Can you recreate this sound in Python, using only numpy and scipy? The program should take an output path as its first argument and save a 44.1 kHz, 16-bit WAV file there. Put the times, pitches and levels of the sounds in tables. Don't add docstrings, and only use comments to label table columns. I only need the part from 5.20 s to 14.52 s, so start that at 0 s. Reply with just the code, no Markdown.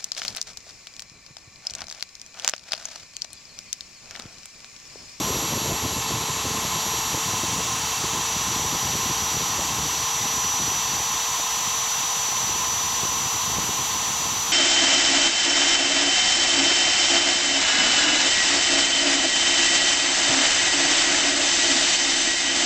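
import sys
import numpy as np
from scipy import signal
from scipy.fft import rfft, irfft, next_fast_len
from scipy.io import wavfile
from scipy.ndimage import uniform_filter1d, minimum_filter1d

SR = 44100
rng = np.random.default_rng(int(sys.argv[2]) if len(sys.argv) > 2 else 0)


def generate_wav(sig):
    pcm = np.round(np.clip(np.atleast_2d(sig).T, -1, 1) * 32767).astype(np.int16)
    wavfile.write(sys.argv[1], SR, pcm)


N = 411012

# time in seconds, relative level in dB.
DRAUGHT_DB = [(0, -32), (.55, -33), (1.0, -38.5), (1.5, -35), (1.7, -41.5), (2.2, -35), (2.55, -39.5),
              (3.2, -38.5), (3.7, -37), (4.55, -38), (4.9, -42.5), (5.35, -39.5), (6.15, -47.5),
              (7.05, -50), (7.2, -41), (8.2, -42.5), (8.36, -35.5), (8.7, -41.5)]
# frequency in Hz, relative density in dB.
LARGE_EDDY_SPECTRUM = [(20, -50), (35, -23), (50, -18), (65, 0.5), (125, 1.5), (200, -2.5), (320, -7.5),
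                       (500, -13.5), (800, -28), (1600, -42)]
# frequency in Hz, relative density in dB.
SMALL_EDDY_SPECTRUM = [(20, -46), (35, -22), (60, -2.5), (150, 1.5), (300, 0), (480, -4.5), (750, -7.5),
                       (1600, -38)]
# time in seconds, relative peak in dB.
STRONG_PUFFS = [(0.338, -19), (.46, -22), (.523, -21), (.908, -23), (1.04, -25), (1.256, -24), (1.946, -19),
                (2.236, -21), (2.845, -20), (3.751, -19), (4.394, -19), (5.06, -24), (5.48, -25),
                (5.804, -27), (6.2, -27), (7.834, -22), (8.385, -17), (8.492, -21)]
# time in seconds, relative rush level in dB, relative hiss level in dB.
AIR_DB = [(0, -29.5, -33), (.75, -30.5, -34), (1.6, -28.5, -32), (2.4, -29, -31), (3.4, -28.5, -31.5),
          (6.4, -28.5, -31), (9.32, -29, -31.5)]
# frequency in Hz, relative density in dB.
RUSH_SPECTRUM = [(40, -8), (120, -22), (350, -20), (590, -10), (800, 1), (1150, -1), (1500, -6.5),
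                 (2400, -6), (3100, -1.5), (3900, -1.5), (4300, -4), (5200, -10), (6200, -8), (8000, -27)]
# centre in Hz, width in Hz, lift in dB.
HOUSING_RESONANCES = [(840, 130, 2), (1036, 106, 10), (1280, 48, 4.5), (1987, 110, 3.5), (2060, 80, -1),
                      (2637, 62, 3.5), (4240, 180, -4), (4500, 430, 5)]
# frequency in Hz, relative density in dB.
JET_SPECTRUM = [(3500, -25), (5400, -5), (6150, -2), (6800, 2), (7350, 0.5), (7900, -5.5), (8400, -14.5),
                (9500, -14), (11400, -14), (12000, -21.5), (14000, -17.5), (16000, -32)]
# centre in Hz, width in Hz, lift in dB.
VENT_RESONANCES = [(6165, 260, 4.5), (8940, 260, 4.5), (10270, 320, 4), (12400, 350, 5), (13750, 350, -1)]
# time in seconds, turns per second.
SPEED_HZ = [(0, 447.1), (0.88, 445.2), (1.35, 445.3), (2.4, 449.4), (2.75, 448.9), (2.98, 451.5),
            (3.8, 451.6), (4.6, 451.1), (5.0, 453.1), (5.4, 454.0), (6.5, 454.8), (7.8, 455.1),
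            (8.35, 454.5), (9.0, 455.5)]
# multiple of the speed, free level in dB, full-load level in dB.
SHAFT_HARMONICS = [(1, -49.5, -45.5), (2, -52, -45.5), (3, -63, -57), (4, -52.5, -52.5), (5, -55, -49),
                   (6, -48, -54), (7, -49, -48.5), (8, -75, -55), (9, -53, -45), (11, -67, -55),
                   (12, -49, -52.5), (15, -53, -59), (24, -66, -63), (31, -67, -66)]
# multiple of the speed, relative level in dB, lift at full chatter in dB.
RASP_BANDS = [(6, -46, 1), (10, -45, 4), (14, -41.5, -7), (15, -57, 0), (16, -41.5, -4), (17, -40.5, -3),
              (21, -55, 8), (24, -67, 6), (27, -60, 13), (28, -66, 1)]
# time in seconds, strength from 0 to 1.
CHATTER_STRENGTH = [(0, 0.1), (1.4, 0), (1.9, 0.26), (2.35, 0.46), (2.68, 0.85), (2.9, 0.1), (5.0, 0)]
# multiple of the speed, full-chatter level in dB.
SINGING_HARMONICS = [(6, -40.5), (9, -50), (15, -52)]
# time in seconds, level in dB before the lift with sag.
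BLADE_DB = [(0, -40.5), (.8, -49), (1.4, -47.5), (1.65, -42.5), (2.2, -40), (2.9, -40.5), (3.1, -35),
            (4.15, -33.5), (4.5, -36.5), (5.3, -28), (5.65, -30), (6.2, -31), (6.6, -29), (7.6, -27.7),
            (8.4, -31), (9.32, -29)]
# time in seconds, level in dB.
OCTAVE_DB = [(0.0, -39.5), (0.62, -40), (1.27, -44), (1.48, -40.5), (1.76, -39.5), (2.57, -48), (2.73, -42),
             (2.83, -46), (3.66, -40.5), (6.88, -44.5), (8.72, -43), (8.82, -48), (9.03, -45), (9.32, -44)]


def from_db(db):
    return 10 ** (np.asarray(db) / 20)


def unit_rms(x):
    return x / np.sqrt(np.mean(x ** 2) + 1e-20)


def curves(rows):
    times_s, *columns = np.transpose(rows)
    return [np.interp(np.arange(N) / SR, times_s, column) for column in columns]


def drift(rate_hz):
    hop = 20
    pole = np.exp(-2 * np.pi * rate_hz * hop / SR)
    white = rng.standard_normal(N // hop + 4002)
    slow = signal.lfilter([1], [1, -2 * pole, pole * pole], white)[4000:]
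    return np.interp(np.arange(N) / hop, np.arange(len(slow)), unit_rms(slow))


def coloured_noise(spectrum, resonances=()):
    size = next_fast_len(N)
    hz = np.maximum(np.fft.rfftfreq(size, 1 / SR), 1)
    points_hz, points_db = np.transpose(spectrum)
    shape_db = np.interp(np.log(hz), np.log(points_hz), points_db)
    for centre_hz, width_hz, lift_db in resonances:
        shape_db += lift_db / (1 + (2 * (hz - centre_hz) / width_hz) ** 2)
    white = rfft(rng.standard_normal(size))
    return unit_rms(irfft(white * from_db(shape_db), size)[:N])


def tone(angle, level_db, flutter, flutter_hz):
    in_phase = (1 + flutter * drift(flutter_hz)) * np.sin(angle)
    quadrature = flutter * drift(flutter_hz) * np.cos(angle)
    return from_db(level_db) * unit_rms(in_phase + quadrature)


def limiter(x, ceiling_db=-15.5, release_db_per_s=900):
    peak_db = 20 * np.log10(np.abs(x).max(axis=0) + 1e-9)
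    over_db = np.maximum(peak_db - ceiling_db, 0)
    ramp_db = release_db_per_s * np.arange(N) / SR
    duck_db = np.maximum.accumulate(over_db + ramp_db) - ramp_db
    held_db = minimum_filter1d(-duck_db, size=65)
    return x * from_db(uniform_filter1d(held_db, size=65))


def draught(level_db, lump_db=4.0, lump_hz=40, gust_db=1.4, gust_hz=9, trim_db=1.94, fast_db=-31):
    small_share = np.clip(from_db(level_db - fast_db) ** 2, 0, .8)
    large = np.sqrt(1 - small_share) * coloured_noise(LARGE_EDDY_SPECTRUM)
    small = np.sqrt(small_share) * coloured_noise(SMALL_EDDY_SPECTRUM)
    swell_db = lump_db * np.clip(drift(lump_hz), -2, 1.5) + gust_db * drift(gust_hz)
    return from_db(level_db + trim_db) * unit_rms(from_db(swell_db) * (large + small))


def puffs(draught_db, sigma_s=0.0031, usual_db=-37.5, usual_per_s=5.4, lesser_db=-26, trim_db=1.5):
    t = np.arange(N) / SR
    eddies = coloured_noise(SMALL_EDDY_SPECTRUM)
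    push_db = 0.53 * (draught_db - usual_db)
    born = rng.random(N) < usual_per_s * from_db(push_db) / SR
    size_db = lesser_db + push_db + 2.2 * rng.standard_normal(N)
    out = np.zeros(N)
    for time_s, peak_db in [*STRONG_PUFFS, *zip(t[born], size_db[born])]:
        near = np.abs(t - time_s) < 10 * sigma_s
        thud = eddies[near] * np.exp(-.5 * ((t[near] - time_s) / sigma_s) ** 2)
        out[near] += from_db(peak_db + trim_db) * thud / np.abs(thud).max()
    return out


def cooling_air(angle, load, rush_trim_db=0.63, hiss_trim_db=1.0, chop=0.067, full_load_db=-1):
    rush_db, hiss_db = curves(AIR_DB)
    rush = from_db(rush_db + rush_trim_db) * coloured_noise(RUSH_SPECTRUM, HOUSING_RESONANCES)
    hiss = from_db(hiss_db + hiss_trim_db) * coloured_noise(JET_SPECTRUM, VENT_RESONANCES)
    hiss *= 1 + chop * np.sin(angle)
    return (rush + hiss) * from_db(full_load_db * load)


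def shaft(angle, load):
    out = np.zeros(N)
    for multiple, free_db, loaded_db in SHAFT_HARMONICS:
        level_db = free_db + (loaded_db - free_db) * load
        out += rng.choice([-1, 1]) * tone(multiple * angle, level_db, flutter=0.15, flutter_hz=13)
    return out


def cutter(angle, load, rasp_trim_db=-1, width_hz=32):
    chatter, = curves(CHATTER_STRENGTH)
    rasp = np.zeros(N)
    for multiple, level_db, lift_db in RASP_BANDS:
        band = drift(width_hz) * np.sin(multiple * angle) + drift(width_hz) * np.cos(multiple * angle)
        rasp += from_db(level_db + lift_db * chatter) * unit_rms(band)
    singing = sum(tone(multiple * angle - np.pi / 2, level_db, flutter=0.24, flutter_hz=24)
                  for multiple, level_db in SINGING_HARMONICS)
    return from_db(rasp_trim_db) * load * rasp + chatter * singing


def fan(angle, sag_hz, blades=13, lift_db_per_hz=1, waver_db=0.12, waver_hz=2.6, ripple_hz=120):
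    blade_db, = curves(BLADE_DB)
    octave_db, = curves(OCTAVE_DB)
    blade_db += lift_db_per_hz * sag_hz + waver_db * drift(waver_hz)
    blade = tone(blades * angle, blade_db, flutter=0.061, flutter_hz=35)
    octave = tone(2 * blades * angle, octave_db, flutter=0.076, flutter_hz=45)
    mains_ripple = 1 + 0.09 * np.sin(2 * np.pi * ripple_hz * np.arange(N) / SR)
    return blade + octave * mains_ripple


def scene(free_hz=456, hunt_hz=0.119):
    speed_hz, = curves(SPEED_HZ)
    draught_db, = curves(DRAUGHT_DB)
    sag_hz = free_hz - speed_hz
    load = np.sqrt(np.clip((sag_hz - 1) / 9, 0, 1))
    angle = 2 * np.pi * np.cumsum(speed_hz + hunt_hz * drift(rate_hz=23.8)) / SR
    router = fan(angle, sag_hz) + shaft(angle, load) + cutter(angle, load) + cooling_air(angle, load)
    return np.tile(router + draught(draught_db) + puffs(draught_db), (2, 1))


def record(dry, low_cut_hz=42, high_cut_hz=15800):
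    low_cut = signal.butter(5, low_cut_hz, "high", fs=SR, output="sos")
    high_cut = signal.ellip(12, .1, 80, high_cut_hz, fs=SR, output="sos")
    return signal.sosfilt(high_cut, limiter(signal.sosfilt(low_cut, dry)))


dry = scene()
out = record(dry)
generate_wav(out)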